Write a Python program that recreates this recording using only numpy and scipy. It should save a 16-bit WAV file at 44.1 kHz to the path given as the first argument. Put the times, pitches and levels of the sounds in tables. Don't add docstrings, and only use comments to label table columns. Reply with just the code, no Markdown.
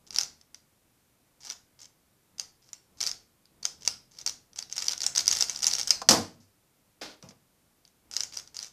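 import sys
import numpy as np
from scipy import signal
from scipy.io import wavfile
from scipy.ndimage import uniform_filter1d

SR = 44100
rng = np.random.default_rng(int(sys.argv[2]) if len(sys.argv) > 2 else 0)


def to_wav(sig):
    pcm = np.clip(np.atleast_2d(sig), -1, 1) * 32767
    pcm = np.round(pcm).astype(np.int16)
    wavfile.write(sys.argv[1], SR, pcm.T)


N = 384552

# (time [s], ring level [dB], piece pitch [Hz])
CLACKS = [(.1066, -36.5, 5255), (.161, -24.5, 5200), (.1853, -16, 5420), (.2111, -23.5, 5500),
          (.2332, -32, 6000), (.4126, -53.5, 5490), (.5452, -41, 5550), (1.5002, -30, 5560),
          (1.5162, -49, 5550), (1.8166, -45.5, 5900), (2.397, -26, 5450), (2.69, -55, 5550),
          (2.7314, -35.5, 5970), (3.0052, -29, 5100), (3.0126, -24.5, 5820), (3.028, -27, 5200),
          (3.0652, -25, 5300), (3.072, -24.5, 5330), (3.0933, -32.5, 5270), (3.1141, -28.5, 5460),
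          (3.4553, -57, 4890), (3.6306, -37, 4900), (3.653, -20, 5880), (3.8507, -36.5, 5400),
          (3.8763, -16, 5480), (4.1874, -38.5, 5200), (4.217, -48, 5840), (4.263, -22.5, 5800),
          (4.2752, -23.5, 5220), (4.2949, -30.5, 5700), (4.5322, -52, 5380), (4.589, -28, 5370),
          (4.6252, -34.5, 5070), (4.7255, -29, 5570), (4.7805, -25.5, 5480), (4.7893, -32.5, 5230),
          (4.822, -30.5, 6160), (4.883, -18, 5580), (4.92, -29, 5700), (4.9783, -32.5, 5900),
          (5.0175, -26.5, 5180), (5.0335, -27.5, 6070), (5.0641, -17.5, 6080), (5.1625, -25, 5580),
          (5.179, -16.5, 5900), (5.1938, -25, 5320), (5.2074, -28, 5370), (5.2584, -30.5, 5460),
          (5.2789, -12.5, 5500), (5.3128, -19.5, 5900), (5.3252, -23, 5370), (5.367, -40, 5140),
          (5.4078, -18, 5840), (5.4237, -16, 5400), (5.4963, -24, 5780), (5.5604, -30, 5400),
          (5.6294, -23.5, 5800), (5.643, -20.5, 5070), (5.6675, -14.5, 6040), (5.681, -22, 6100),
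          (5.7125, -26.5, 5200), (5.7355, -20.5, 5330), (5.7518, -24.5, 5900), (5.7963, -26, 6150),
          (5.8129, -25, 5500), (5.831, -31.5, 5740), (5.8737, -28, 6100), (5.9062, -11, 5610),
          (7.8512, -53.5, 5270), (7.8772, -57.5, 6320), (8.1373, -35, 5570), (8.1659, -21.5, 5480),
          (8.2059, -23, 5560), (8.2344, -27.5, 5950), (8.3425, -43.5, 5940), (8.3715, -28.5, 5570),
          (8.475, -47, 5500), (8.567, -33, 5870), (8.59, -31, 4950), (8.6276, -33.5, 5850)]
# (start [s], end [s], force [dB])
TURNS = [(0.067, 0.089, -55.5), (0.127, 0.17, -41), (0.17, 0.239, -38.5), (1.405, 1.432, -55.5),
         (1.433, 1.535, -42), (1.791, 1.861, -50), (2.383, 2.414, -46), (2.62, 2.72, -69),
         (2.972, 3.006, -57), (3.009, 3.102, -35), (3.628, 3.658, -43), (3.809, 3.846, -51.5),
         (3.851, 3.89, -37), (4.112, 4.18, -59.5), (4.185, 4.225, -46), (4.266, 4.294, -37.5),
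         (4.56, 4.621, -42), (4.698, 4.745, -51), (4.757, 4.935, -36), (5.005, 5.055, -33.5),
         (5.151, 5.212, -26.5), (5.269, 5.341, -28.5), (5.351, 5.45, -28.5), (5.485, 5.614, -38.5),
         (5.622, 5.688, -29), (5.7, 5.818, -34), (5.875, 5.914, -30.5), (8.113, 8.235, -43.5),
         (8.324, 8.399, -42), (8.545, 8.685, -45)]
# (multiple of its pitch [ratio], level [dB], T60 [s])
PIECE_MODES = [(.53, -21, 0.0058), (.82, -7, 0.0047), (.91, -3.5, 0.0086), (1.02, -2, 0.0079),
               (1.12, -2, 0.0074), (1.29, -2.5, 0.0038), (1.48, -12, 0.0054)]
# (frequency [Hz], relative density [dB per Hz])
KNOCK_SPECTRUM = [(40, -21), (120, -19.5), (450, -9), (800, -1), (1150, -5.5), (1450, 0.5), (1800, -2.5),
                  (2150, 2), (2550, -3), (3000, 2.5), (4000, 4.5), (6000, -15), (12000, -38)]
# (frequency [Hz], relative density [dB per Hz])
SNAP_SPECTRUM = [(3000, -42.5), (6500, -5.5), (8500, -1), (9800, -5), (12000, -8), (14500, -14.5)]
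# (frequency [Hz], relative density [dB per Hz])
RATTLE_SPECTRUM = [(100, -31.5), (500, -22.5), (900, -17.5), (2500, -23.5), (4000, -18), (4800, -7.5),
                   (5900, -8), (7200, -14), (9500, -27), (12000, -30.5), (14500, -36.5)]
# (frequency [Hz], relative density [dB per Hz])
HANDLING_SPECTRUM = [(20, -1.5), (50, -4), (200, -3.5), (400, -11.5), (1000, -18), (4000, -41.5)]
# (time [s], wood level [dB], centre of the blow [Hz], its spread [octaves],
#  rattle level [dB], rattle T60 [s], room send before the common send gain [dB])
BLOWS = [(6.017, -36.5, 990, 0.61, -40, 0.045, -14.5), (6.066, -51.5, 170, 0.59, -72, 0.018, -17),
         (6.0884, -26, 900, 2.8, -14.5, 0.034, -18), (6.0924, -29, 420, 1.6, -17.5, 0.053, 5),
         (6.1088, -23.5, 519, 1.55, -17.5, 0.077, 1.5), (6.342, -59, 109.5, 0.6, -73.5, .05, -12),
         (6.402, -59, 130.4, 0.76, -62, 0.31, -11), (7.226, -55, 706, 2.1, -53, 0.018, 3),
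         (7.234, -50, 150.5, 0.34, -71, 0.028, -4.5), (7.2884, -55, 159, 0.54, -52, 0.057, -14),
         (7.307, -57.5, 1286, 1.65, -59, 0.061, -4)]
# (frequency [Hz], level [dB], T60 [s])
WOOD_MODES = [(97.7, -5.5, 0.4), (139, -1, 0.046), (184.3, -4.5, 0.15), (238.2, 0.5, .1),
              (319.3, -5.5, 0.09), (463, -2, 0.14), (527, -1.5, 0.083), (653, -6.5, 0.13),
              (786, -3.5, 0.079), (1054, -2.5, 0.053)]
# (frequency [Hz], relative density [dB per Hz])
THUD_SPECTRUM = [(30, -29), (70, -16.5), (130, -1), (600, -3.5), (1100, -3.5), (1800, -11), (5000, -3.5),
                 (9000, -29.5), (15000, -42.5)]
# (frequency [Hz], relative density [dB per Hz])
SLAP_SPECTRUM = [(100, -14), (200, -8.5), (300, 2.5), (430, -3), (600, 1.5), (1000, -4.5), (2500, -5),
                 (5000, 2), (6200, -3.5), (7500, -12.5), (14000, -27.5)]
# (frequency [Hz], T60 [s])
ROOM_T60 = [(100, 0.44), (300, 0.37), (1000, .31), (3000, 0.33), (6000, 0.28), (10000, 0.29), (15000, 0.23)]
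# (frequency [Hz], level [dB])
ROOM_LEVEL = [(100, 0), (500, -3.5), (1500, -5), (3000, -8.5), (5500, -12), (9000, -9), (15000, -5.5)]
# (delay [s], level [dB])
ECHOES = [(.0022, -15.5), (.0083, -17), (0.0109, -20)]
# (frequency [Hz], relative density [dB per Hz])
HUSH_SPECTRUM = [(15, -42), (25, -3), (69, -6.5), (101, -4), (237, -6.5), (326, -9), (415, -12.5),
                 (450, -12), (879, -15.5), (1910, -20), (2300, -19.5), (2780, -21.5), (13800, -22),
                 (15000, -25)]

HUSH_DB = -68
EDGE_HZ = 14800
USUAL_DB, KNOCK_DB, SNAP_DB = -34, -13, -16.5
KNOCK_FALL, SNAP_FALL = 0.15, 0.097
CATCHES_PER_S, CATCH_UNEVEN = 85, 0.7
CATCH_HZ, CATCH_OCTAVES = 5580, 0.17


def amp(db):
    return 10 ** (np.asarray(db) / 20)


def read(points, hz):
    f, value = np.transpose(points)
    return np.interp(np.log(hz + 1), np.log(f + 1), value)


def dying(t, t60):
    return np.exp(-np.log(1000) * t / t60)


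def sized(x, seconds):
    energy = np.sum(x ** 2) + 1e-20
    return x * np.sqrt(seconds * SR / energy)


def add(mix, s, sound):
    part = mix[round(s * SR):][:len(sound)]
    part += sound[:len(part)]


def colour(x, spectrum, size=2048):
    hz = abs(np.fft.fftfreq(size, 1 / SR))
    log_gain = np.log(amp(read(spectrum, hz)))
    response = np.exp(np.conj(signal.hilbert(log_gain)))
    taps = np.fft.ifft(response).real
    return signal.fftconvolve(x, taps[:size // 2])[:len(x)]


def hush():
    air = colour(rng.standard_normal(N), HUSH_SPECTRUM, size=8192)
    return amp(HUSH_DB) * sized(air, N / SR)


def handling(level_db=-52, follow=0.67, width_s=0.082):
    effort = np.zeros(N)
    for start, end, force_db in TURNS:
        moving = np.ones(max(round((end - start) * SR), 1))
        add(effort, start, amp(force_db) ** 2 * CATCHES_PER_S / SR * moving)
    for s, ring_db, _ in CLACKS:
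        add(effort, s, amp([ring_db]) ** 2)
    t = np.arange(-SR // 4, SR // 4 + 1) / SR
    window = np.exp(-(t / width_s) ** 2)
    grip = np.sqrt(abs(signal.fftconvolve(effort, window, "same")))
    bumps = sized(colour(rng.standard_normal(N), HANDLING_SPECTRUM), N / SR)
    return amp(level_db) * grip ** follow * bumps


def scraping(level_db=-21, follow=0.72, ticks_per_s=700, spread_db=4, rub_db=-27):
    motion = np.zeros(N)
    for start, end, force_db in TURNS:
        moving = np.ones(max(round((end - start) * SR), 1))
        add(motion, start, amp(follow * force_db) * moving)
    strength_db = spread_db * np.minimum(rng.exponential(1, N), 3)
    sizes = amp(strength_db) * rng.choice([-1, 1], N)
    ticks = sizes * (rng.random(N) < ticks_per_s / SR)
    rub = amp(rub_db) * rng.standard_normal(N)
    friction = sized(colour(ticks + rub, RATTLE_SPECTRUM), N / SR)
    return amp(level_db) * uniform_filter1d(motion, size=150) * friction


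def contact(t, t60, grit):
    noise = rng.standard_normal(len(t)) * dying(t, t60)
    return (t == 0) + grit * sized(noise, 1 / SR)


def clack(ring_db, hz, knock_db, snap_db, rise_s=0.00069, chatter_s=0.0013, rebound_db=-9,
          knock_t60=0.03, snap_t60=0.022, grit=1.0, length=0.004, size=1000):
    t = np.arange(size) / SR
    ring = np.zeros(size)
    for k, (ratio, db, t60) in enumerate(PIECE_MODES):
        mode_hz = ratio * hz * rng.uniform(0.9306, 1.03)
        ring += (-1) ** k * amp(db) * dying(t, t60) * np.sin(2 * np.pi * mode_hz * t)
    ring *= 1 - np.exp(-(t / rise_s) ** 2)
    contacts = ring.copy()
    for delay in chatter_s * rng.uniform(0.2, 1, 2):
        add(contacts, delay, amp(rebound_db) * ring)
    knock = colour(contact(t, knock_t60, grit), KNOCK_SPECTRUM, size=1024)
    snap = colour(contact(t, snap_t60, grit), SNAP_SPECTRUM, size=256)
    strike = sized(contacts, length)
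    strike += amp(knock_db) * sized(knock, length)
    strike += amp(snap_db) * sized(snap, length)
    return amp(ring_db) * strike


def catches(level_db=-1, spread_db=6.5, knock_db=-9, snap_db=-14, vary_db=5, count=26):
    pieces = []
    for pitch, hollow, sharp in rng.uniform(-0.9, 1, (count, 3)):
        hz = CATCH_HZ * 2 ** (CATCH_OCTAVES * pitch)
        pieces.append(clack(0, hz, knock_db + vary_db * hollow, snap_db + vary_db * sharp))
    out = np.zeros(N)
    for start, end, force_db in TURNS:
        uneven, strength = rng.uniform(-1, 1, (2, count))
        gaps = (1 + CATCH_UNEVEN * uneven) / CATCHES_PER_S
        times = start + np.cumsum(gaps) - gaps[0]
        levels = level_db + force_db + spread_db * strength
        for s, db, k in zip(times, levels, rng.permutation(count)):
            if s < end:
                add(out, s, amp(db) * pieces[k])
    return out


def clacks(scatter=0, vary_db=2.5):
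    out = np.zeros(N)
    for s, ring_db, hz in CLACKS:
        detune, hollow, sharp = rng.uniform(-1, 1, 3)
        excess_db = ring_db - USUAL_DB
        knock_db = KNOCK_DB - KNOCK_FALL * excess_db + vary_db * hollow
        snap_db = SNAP_DB - SNAP_FALL * excess_db + vary_db * sharp
        add(out, s, clack(ring_db, hz * (1 + scatter * detune), knock_db, snap_db))
    return out


def room(x, gap=0.0075):
    hz, t, bands = signal.stft(rng.standard_normal(SR * 3 // 4), SR, nperseg=256)
    t60 = read(ROOM_T60, hz)[:, None]
    level = amp(read(ROOM_LEVEL, hz))[:, None]
    unit_energy = np.sqrt(2 * np.log(1000) / (t60 * SR))
    bands = bands * dying(t, t60) * level * unit_energy
    response = signal.istft(bands, SR, nperseg=256)[1]
    out = np.zeros(N)
    add(out, gap, signal.fftconvolve(x, response))
    return out


def blow(wood_db, centre_hz, octaves, rattle_db, rattle_t60, thud_db=2, thud_t60=0.047, length=0.017):
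    t = np.arange(SR // 2) / SR
    modes = np.zeros(len(t))
    for hz, db, t60 in WOOD_MODES:
        modes += amp(db) * dying(t, t60) * np.sin(2 * np.pi * hz * t) * rng.choice([-1, 1])
    thud = colour(rng.standard_normal(len(t)) * dying(t, thud_t60), THUD_SPECTRUM)
    wood = sized(modes, length) + amp(thud_db) * sized(thud, length)
    grid = np.geomspace(20, 20000, 40)
    reach_db = -10 * np.log10(1 + (np.log2(grid / centre_hz) / octaves) ** 4)
    wood = colour(wood, np.column_stack([grid, reach_db]))
    rattle = colour(rng.standard_normal(len(t)) * dying(t, rattle_t60), RATTLE_SPECTRUM)
    return amp(wood_db) * sized(wood, length) + amp(rattle_db) * sized(rattle, length)


def table(to_room):
    out = np.zeros(N)
    for s, wood_db, centre_hz, octaves, rattle_db, rattle_t60, room_db in BLOWS:
        stroke = blow(wood_db, centre_hz, octaves, rattle_db, rattle_t60)
        add(out, s, amp(room_db * to_room) * stroke)
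    return out


def slap(s=7.013, level_db=-47, t60=0.43, grit=0.51, room_db=10, length=0.12, size=6000):
    t, direct, send = np.arange(size) / SR, np.zeros(N), np.zeros(N)
    burst = colour(rng.standard_normal(size) * dying(t, t60), SLAP_SPECTRUM)
    add(direct, s, amp(level_db) * sized(burst, length))
    touch = colour(contact(t, t60, grit), SLAP_SPECTRUM)
    add(send, s, amp(level_db + room_db) * sized(touch, length))
    return direct + room(send, gap=0.004)


def scene(cube_room_db=-5.0, table_room_db=-1.0, width_db=-19, count=3):
    slide = scraping() + handling() + catches()
    cube = clacks() + slide
    tail = np.zeros(N)
    for _ in range(count):
        cube_send = amp(cube_room_db) * (clacks(scatter=0.11) + slide)
        table_send = amp(table_room_db) * table(to_room=True)
        tail += room(cube_send + table_send)
    mid = cube + table(to_room=False) + tail + slap() + hush()
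    for delay, db in ECHOES:
        add(mid, delay, amp(db) * cube)
    side = amp(width_db) * table(to_room=False)
    return np.array([mid + side, mid - side])


def record(dry, low_cut_hz=42):
    high_pass = signal.butter(1, low_cut_hz, "highpass", fs=SR, output="sos")
    heard = signal.sosfilt(high_pass, dry)
    rounded = heard / (1 + (heard / 0.95) ** 6) ** (1 / 6)
    band_limit = signal.firwin(301, EDGE_HZ, window=("kaiser", 8), fs=SR)
    return signal.oaconvolve(rounded, band_limit[None], "same")


dry = scene()
out = record(dry)
to_wav(out)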